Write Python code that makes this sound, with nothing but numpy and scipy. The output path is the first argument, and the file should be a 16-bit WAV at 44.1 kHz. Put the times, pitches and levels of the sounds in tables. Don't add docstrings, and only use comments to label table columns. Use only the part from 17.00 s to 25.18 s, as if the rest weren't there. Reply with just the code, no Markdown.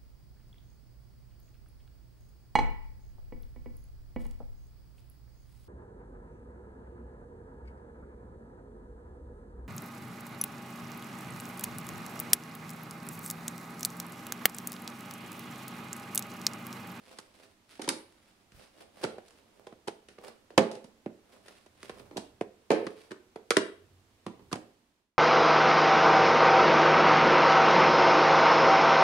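import sys
import numpy as np
from scipy import signal
from scipy.fft import rfft, irfft, next_fast_len
from scipy.io import wavfile
from scipy.ndimage import uniform_filter1d

SR = 44100
rng = np.random.default_rng(int(sys.argv[2]) if len(sys.argv) > 2 else 0)


def store_pcm(level_fs):
    pcm = np.round(np.clip(level_fs, -1, 1) * 32767).astype(np.int16)
    wavfile.write(sys.argv[1], SR, np.atleast_2d(pcm).T)


N = 360738


def amp(db):
    return 10 ** (np.asarray(db) / 20)


def unit(x):
    return x / np.sqrt(np.mean(x ** 2) + 1e-20)


def unit_blow(x):
    return unit(x) * np.sqrt(.02 * SR / x.shape[-1])


def read(points, hz):
    f, value = np.transpose(points)
    return np.interp(np.log(hz + 1), np.log(f + 1), value)


def add(mix, s, sound):
    part = mix[:, max(round(s * SR), 0):][:, :sound.shape[-1]]
    part += sound[..., :part.shape[-1]]


def colour(x, points):
    log_gain = np.log(amp(read(points, abs(np.fft.fftfreq(4096, 1 / SR)))))
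    response = np.exp(np.conj(signal.hilbert(log_gain)))
    taps = np.fft.ifft(response).real[:2048]
    return signal.oaconvolve(x, taps[None], axes=1)[:, :x.shape[-1]]


def tilted(points, db_per_octave):
    return [(f, db + db_per_octave * np.log2(f / points[0][0])) for f, db in points]


def swell(s, rise, fall, db):
    t = np.arange(0, N, 64) / SR - s
    gain = amp(db - 13.5 * np.maximum(-t / rise, t / fall) ** 2)
    return np.interp(np.arange(N) / SR - s, t, gain + 1e-9)


# frequency in Hz, likeness (1 is the same, 0 unrelated, -1 or less opposite).
NEAR = [(60, 0.6), (300, -1.3), (700, 0.69), (1500, 0), (4000, 0.12), (8000, 0.47)]
ALL_AROUND = [(60, .85), (290, .92), (450, .83), (640, 0.53), (1400, 0.019), (3000, 0.037)]

def noise(size, likeness):
    padded = next_fast_len(size)
    left, other = rfft(rng.standard_normal((2, size)), padded)
    alike = np.clip(read(likeness, np.fft.rfftfreq(padded, 1 / SR)), -1, 1)
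    right = alike * left + np.sqrt(1 - alike ** 2) * other
    return irfft([left, right], padded)[:, :size]


# frequency in Hz, relative level in dB.
AIR = [(20, 3.5), (90, 0.5), (150, -9), (210, -1), (330, -3), (450, -9), (800, -9), (1600, -13),
       (4000, -16), (10000, -24), (15500, -30.5)]

def kitchen_air(level_db=-66.5):
    return amp(level_db) * unit(colour(noise(N, ALL_AROUND), AIR))


def low_hum(hz=90.8):
    tone = unit(np.sin(2 * np.pi * hz * np.arange(N) / SR))
    return swell(s=6.98, rise=.25, fall=.08, db=-62.5) * tone


def ring(tones, t, pitch=1):
    return sum((-1) ** k * amp(db - 60 * t / ring_s) * np.sin(2 * np.pi * f * pitch * t)
               for k, (f, db, ring_s) in enumerate(tones))


# frequency in Hz, ring time in seconds.
ECHO_TIMES = [(100, 0.19), (400, 0.52), (1000, 0.3746), (2800, 0.43), (7000, 0.24), (11000, 0.43),
              (15000, 0.6)]
# frequency in Hz, relative level in dB.
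ECHO_COLOUR = [(60, -8), (150, 4.5), (400, 2), (1000, 1.5), (3000, 0), (8000, 5), (14000, -10.5)]
# pitch in Hz, relative level in dB, ring time in seconds.
ROOM_TONES = [(195, -2, .33), (341.8, -1, 0.3), (408, -0.5, .35), (585, -8.5, .3), (657, -4, 0.4),
              (751, -7, 0.38), (950, -11, .35), (1546, -13.5, .35), (1730, -11, .3)]

def room_echo(tones_db=-20, build_s=0.0056):
    size = next_fast_len(SR * 3 // 4)
    hz, band_t, bands = signal.stft(noise(size, ALL_AROUND), SR, nperseg=256)
    bands = bands * amp(read(ECHO_COLOUR, hz)[:, None] - 60 * band_t / read(ECHO_TIMES, hz)[:, None])
    reflections = unit(signal.istft(bands, SR)[1][:, :size])
    t = np.arange(size) / SR
    tail = reflections + amp(tones_db) * unit(ring(ROOM_TONES, t))
    build_up = 1 - np.exp(-(t / build_s) ** 2)
    return unit(tail * build_up) / np.sqrt(size)


# firmest moment, rise and fall in seconds, level in dB.
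BOX_MOVES = [(1.575, 0.048, 0.031, -52.5), (2.1, 0.13, 0.14, -66), (5.08, .4, 0.34, -62),
             (6.95, .4, 0.22, -69.5), (7.549, 0.22, 0.16, -62)]
# frequency in Hz, relative level in dB.
RUMBLE_COLOUR = [(15, -15.5), (35, 0.5), (95, 1), (130, -4.5), (190, -19), (400, -38)]

def handling_rumble():
    movement = sum(swell(*move) for move in BOX_MOVES)
    return movement * unit(colour(noise(N, ALL_AROUND), RUMBLE_COLOUR))


def tiny_slips(per_s, spread_db=3.2):
    sizes = amp(spread_db * np.minimum(rng.exponential(1, N), 5))
    slipping = rng.random(N) < per_s / SR
    return noise(N, NEAR) * sizes * slipping


# firmest moment, rise and fall in seconds,
# then hiss level and drumming level in dB, before the trims below.
STROKES = [(0.09, .2, 0.27, -60.5, -62.5), (0.40, 0.085, 0.098, -63.5, -67.5),
           (0.725, .04, 0.082, -59, -71.5), (1.29, 0.54, 0.19, -69, -72.5), (1.605, 0.062, 0.087, -57, -61),
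           (1.81, 0.062, 0.033, -57.5, -57.5), (2.02, 0.081, 0.087, -56.5, -53.5),
           (2.27, 0.13, 0.14, -66.5, -74), (2.64, 0.32, 0.069, -72.5, -66),
           (3.269, 0.053, 0.031, -54.5, -48.5), (4.34, 0.079, 0.054, -64, -61),
           (4.51, 0.096, 0.15, -60.5, -62), (4.84, 0.074, 0.15, -56, -58.5), (5.0, 0.055, 0.1, -67.5, -55),
           (6.02, 0.3, 0.079, -62, -63)]
# frequency in Hz, relative level in dB.
PAPER_COLOUR = [(300, -29), (1000, 1.5), (2200, 4), (5000, -1), (7000, -9.5), (10000, -4.5), (12000, -15),
                (15500, -20)]
DRUM_COLOUR = [(100, -30), (220, -2.5), (380, -4), (560, -1), (800, -7.5), (1300, -13.5), (3000, -33)]

def rubbing(hiss_trim_db=-3.5, drum_trim_db=-3.0, scuff_db=3, scuff_s=0.018):
    scuffs = amp(scuff_db * unit(uniform_filter1d(rng.standard_normal(N), round(scuff_s * SR))))
    on_paper = sum(swell(s, rise, fall, db + hiss_trim_db) for s, rise, fall, db, _ in STROKES)
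    on_box = sum(swell(s, rise, fall, db + drum_trim_db) for s, rise, fall, _, db in STROKES)
    hiss = on_paper * unit(colour(tiny_slips(per_s=4000), PAPER_COLOUR))
    drumming = on_box * unit(colour(tiny_slips(per_s=740), DRUM_COLOUR))
    return scuffs * (hiss + drumming)


def slip_burst(t, slip_s, tone_colour, ring_s, rattle_db, rattle_s):
    since_slip = np.maximum(t - slip_s, 0)
    rise = np.minimum(t / slip_s + 0.24, 1)
    fall = amp(-60 * since_slip / ring_s) + amp(rattle_db - 60 * since_slip / rattle_s)
    catches = amp(5.9 * unit(uniform_filter1d(rng.standard_normal(len(t)), size=24)))
    return unit_blow(colour(noise(len(t), NEAR) * rise * fall * catches, tone_colour))


# multiple of the rim pitch, relative level in dB, ring time in seconds.
RIM_TONES = [(.93, -0.5, .018), (1.06, -3.5, 0.026)]
# frequency in Hz, relative level in dB.
CLACK_COLOUR = [(300, -37), (600, 3.5), (900, 2), (1300, -5), (1750, -5), (2400, -8.5), (3200, -13.5),
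                (5000, -43)]

def rim_clack(t, slip_s, push, rim_hz, plain_hz=940):
    tones = unit_blow(ring(RIM_TONES, t, rim_hz) * push)
    higher = rim_hz / plain_hz
    shifted = [(f * higher ** .75, db) for f, db in CLACK_COLOUR]
    tone_colour = tilted(shifted, db_per_octave=-np.log2(higher))
    burst = slip_burst(t, slip_s, tone_colour, ring_s=0.039, rattle_db=-14, rattle_s=0.15)
    return unit_blow(burst + amp(-6) * tones)


# frequency in Hz, relative level in dB.
SNAP_COLOUR = [(1500, -20.5), (3000, -1.5), (4500, 1), (6200, -2), (7400, -5), (9800, -2), (11500, -12),
               (15500, -32)]

def contact_snap(t, slip_s, hard_db):
    tone_colour = tilted(SNAP_COLOUR, db_per_octave=-2.2 + 0.1349 * hard_db)
    return slip_burst(t, slip_s, tone_colour, ring_s=0.014, rattle_db=-6, rattle_s=0.067)


# pitch in Hz, relative level in dB, ring time in seconds.
BOOM_TONES = [(55, -26, 0.078), (111.7, -17, 0.085), (193, 3.5, 0.026), (214, 3.5, 0.044)]

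def knock(strength_db, hard_db, boom_db, wall_hz, rim_hz, slip_s, wall_tones):
    t = np.arange(SR // 8) / SR
    push = 1 - np.exp(-t / (.5 * slip_s))
    boom = amp(boom_db) * unit_blow(ring(BOOM_TONES, t) * push)
    walls = unit_blow(ring(wall_tones, t, wall_hz) * push)
    clack = amp(2.7 + 0.5025 * hard_db) * rim_clack(t, slip_s, push, rim_hz)
    snap = amp(hard_db) * contact_snap(t, slip_s, hard_db)
    return amp(strength_db) * (boom + walls + clack + snap)


# multiple of the wall pitch, relative level in dB, ring time in seconds.
WALL_TONES = [(.76, 1.5, 0.046), (1, 3.5, .045), (1.27, -0.5, .035), (1.62, -4, 0.056), (2.3, -14.5, 0.024)]
# start in seconds, strength in dB, hardness and boom in dB relative to the
# strength, wall pitch and rim pitch in Hz, slip length in seconds, level sent to the echo in dB.
KNOCKS = [(0.186, -56.5, 7.5, -3.5, 417, 1610, 0.0013, -13),
          (0.793, -41.5, -19, -30.5, 326, 846, 0.0048, -2),
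          (0.816, -58.5, 13, -0.5, 460, 2260, 0.0046, -4.5), (0.839, -52, -4, -9, 400, 2080, 0.0085, -1.5),
          (0.877, -35.5, -12, -9, 327, 930, 0.0025, -1.5), (0.8891, -47, 18, -7, 330, 2390, 0.00078, -7.5),
          (1.519, -69, 0, 6, 293, 2700, 0.0031, -5), (2.028, -51.5, -3, -12, 434, 1690, 0.0053, -15),
          (2.034, -38.5, -6, -21, 454, 795, 0.0038, -2),
          (2.040, -32.5, -10.5, -8, 480, 853, 0.00073, -12.5),
          (2.047, -37, -15, -6, 442, 1450, 0.0021, -7.5), (2.181, -45, -20.5, -16, 490, 780, 0.0028, -11),
          (2.282, -80, 15, -4, 480, 2550, 0.00046, -16), (2.307, -73.5, 6.5, -7, 448, 1690, .0006, 0),
          (2.668, -48.5, -12.5, -14.5, 483, 980, 0.0024, -5.5),
          (2.723, -53, -20, -3.5, 419, 1230, .005, -10), (2.873, -46.5, -3, -5.5, 411, 890, 0.0058, -6),
          (2.881, -36.5, -9.5, -23, 431, 850, 0.0005, -14.5),
          (3.085, -60.5, -1.5, -7, 460, 2780, 0.0021, -1), (3.183, -52, -15.5, -10, 473, 1140, 0.0035, -5),
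          (3.282, -54, -4, -14, 484, 810, 0.0013, -10), (3.504, -54.5, -14, -14, 445, 855, 0.0012, -1.5),
          (3.577, -18, -11.5, -5.5, 326.6, 988, 0.0021, -11.5),
          (3.5785, -30, -6.5, -7.5, 346.3, 2820, 0.00076, -11),
          (3.5805, -22, -30.5, -9, 527, 1240, 0.0026, -3), (3.714, -52.5, 0.5, -11, 460, 850, .0007, -3.5),
          (3.752, -56.5, -0.5, 2, 385, 870, .0005, -4), (3.842, -62.5, 0.5, 8.5, 400, 854, .0006, -4),
          (4.06, -36, -29.5, -4.5, 354, 794, 0.0013, -10),
          (4.481, -58.5, -0.5, -24.5, 445, 1810, .003, -17), (4.661, -62, -7, -13, 368, 983, 0.0023, -12.5),
          (4.83, -54.5, -0.5, -8.5, 398, 2110, 0.00045, -13.5),
          (4.895, -43.5, -12.5, -10, 475, 1665, 0.00028, -10),
          (4.996, -56.5, -6, -5, 368, 1350, 0.0018, -11), (5.11, -52, -18, -11, 352, 830, 0.0023, 0.5),
          (5.16, -41.5, -25, -8, 367, 980, 0.0095, -5.5), (5.17, -51.5, 8.5, -17, 355, 940, .0006, -4.5),
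          (5.176, -39, -10, -5, 382, 840, 0.0032, -14.5), (5.41, -31, -23.5, -9.5, 431, 1017, 0.00079, -13),
          (5.703, -23, -18.5, -13.5, 439, 842, 0.0042, 1.5),
          (5.715, -27, -18, -12.5, 434, 840, 0.0019, -32),
          (5.867, -37.5, -15.5, -6.5, 326, 1830, 0.0011, -11.5),
          (6.107, -49.5, -10, -2.5, 368, 1730, 0.0042, -20), (6.116, -43, -13, -15, 373, 1620, .003, -7),
          (6.358, -43.5, -19, -11.5, 442, 924, 0.002, -7.5),
          (6.5056, -27, -3, -17.5, 463, 2194, 0.0013, -10.5),
          (6.568, -21.5, -9, -13, 391.5, 1860, 0.00071, -8),
          (7.2633, -39.5, -14, -0.5, 324.4, 1090, 0.0023, -5.5),
          (7.393, -57, -20.5, -7.5, 288, 1050, 0.00066, 0), (7.514, -49, -6, -6.5, 377, 1547, 0.0074, -5),
          (7.527, -35, -4.5, 0, 290, 1141, 0.0028, -17.5), (7.553, -43.5, -10, -3, 322, 817, 0.0043, -3)]

def box_knocks(echoes, lifted_from_s=5.6, lifted_to_s=7.1, lifted_db=2, lifted_ring_s=0.059):
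    out = np.zeros((2, N))
    low, (multiple, db, _), *high = WALL_TONES
    lifted_tones = [low, (multiple, db + lifted_db, lifted_ring_s), *high]
    for k, (s, *blow, echo_db) in enumerate(KNOCKS):
        sound = knock(*blow, lifted_tones if lifted_from_s < s < lifted_to_s else WALL_TONES)
        echo = echoes[k % len(echoes)]
        add(out, s, sound)
        add(out, s, amp(echo_db) * signal.fftconvolve(sound, echo, axes=1))
    return out


def scene(knock_echo_db=-3.5, rub_echo_db=-5.5):
    echoes = [room_echo() for _ in range(6)]
    knocks = box_knocks([amp(knock_echo_db) * echo for echo in echoes])
    background = handling_rumble() + low_hum() + kitchen_air()
    rub = rubbing()
    rub_echo = amp(rub_echo_db) * signal.oaconvolve(rub, echoes[0], axes=1)[:, :N]
    return background + rub + rub_echo + knocks


# frequency in Hz, level change in dB.
BASS_CUT = [(15, -10.5), (40, -7), (80, -1), (130, 2), (180, 0.5)]
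# frequency in Hz, left level minus right level in dB.
BALANCE = [(60, -2.5), (150, -3.5), (350, -5), (700, -4), (1300, -1.5), (2500, -1.5), (4500, -0.5),
           (8000, -6), (12000, -4.5)]

def record(dry, top_hz=15800):
    left_db = read(BALANCE, np.fft.rfftfreq(N, 1 / SR)) / 2
    heard = irfft(rfft(colour(dry, BASS_CUT)) * amp([left_db, -left_db]), N)
    fade = amp(np.interp(np.arange(N) / SR, [7.7, 8.0, 8.15], [0, -8, -22]))
    treble_cut = signal.firwin(511, top_hz, window=("kaiser", 9), fs=SR)
    return signal.oaconvolve(heard * fade, treble_cut[None], "same")


dry = scene()
out = record(dry)
store_pcm(out)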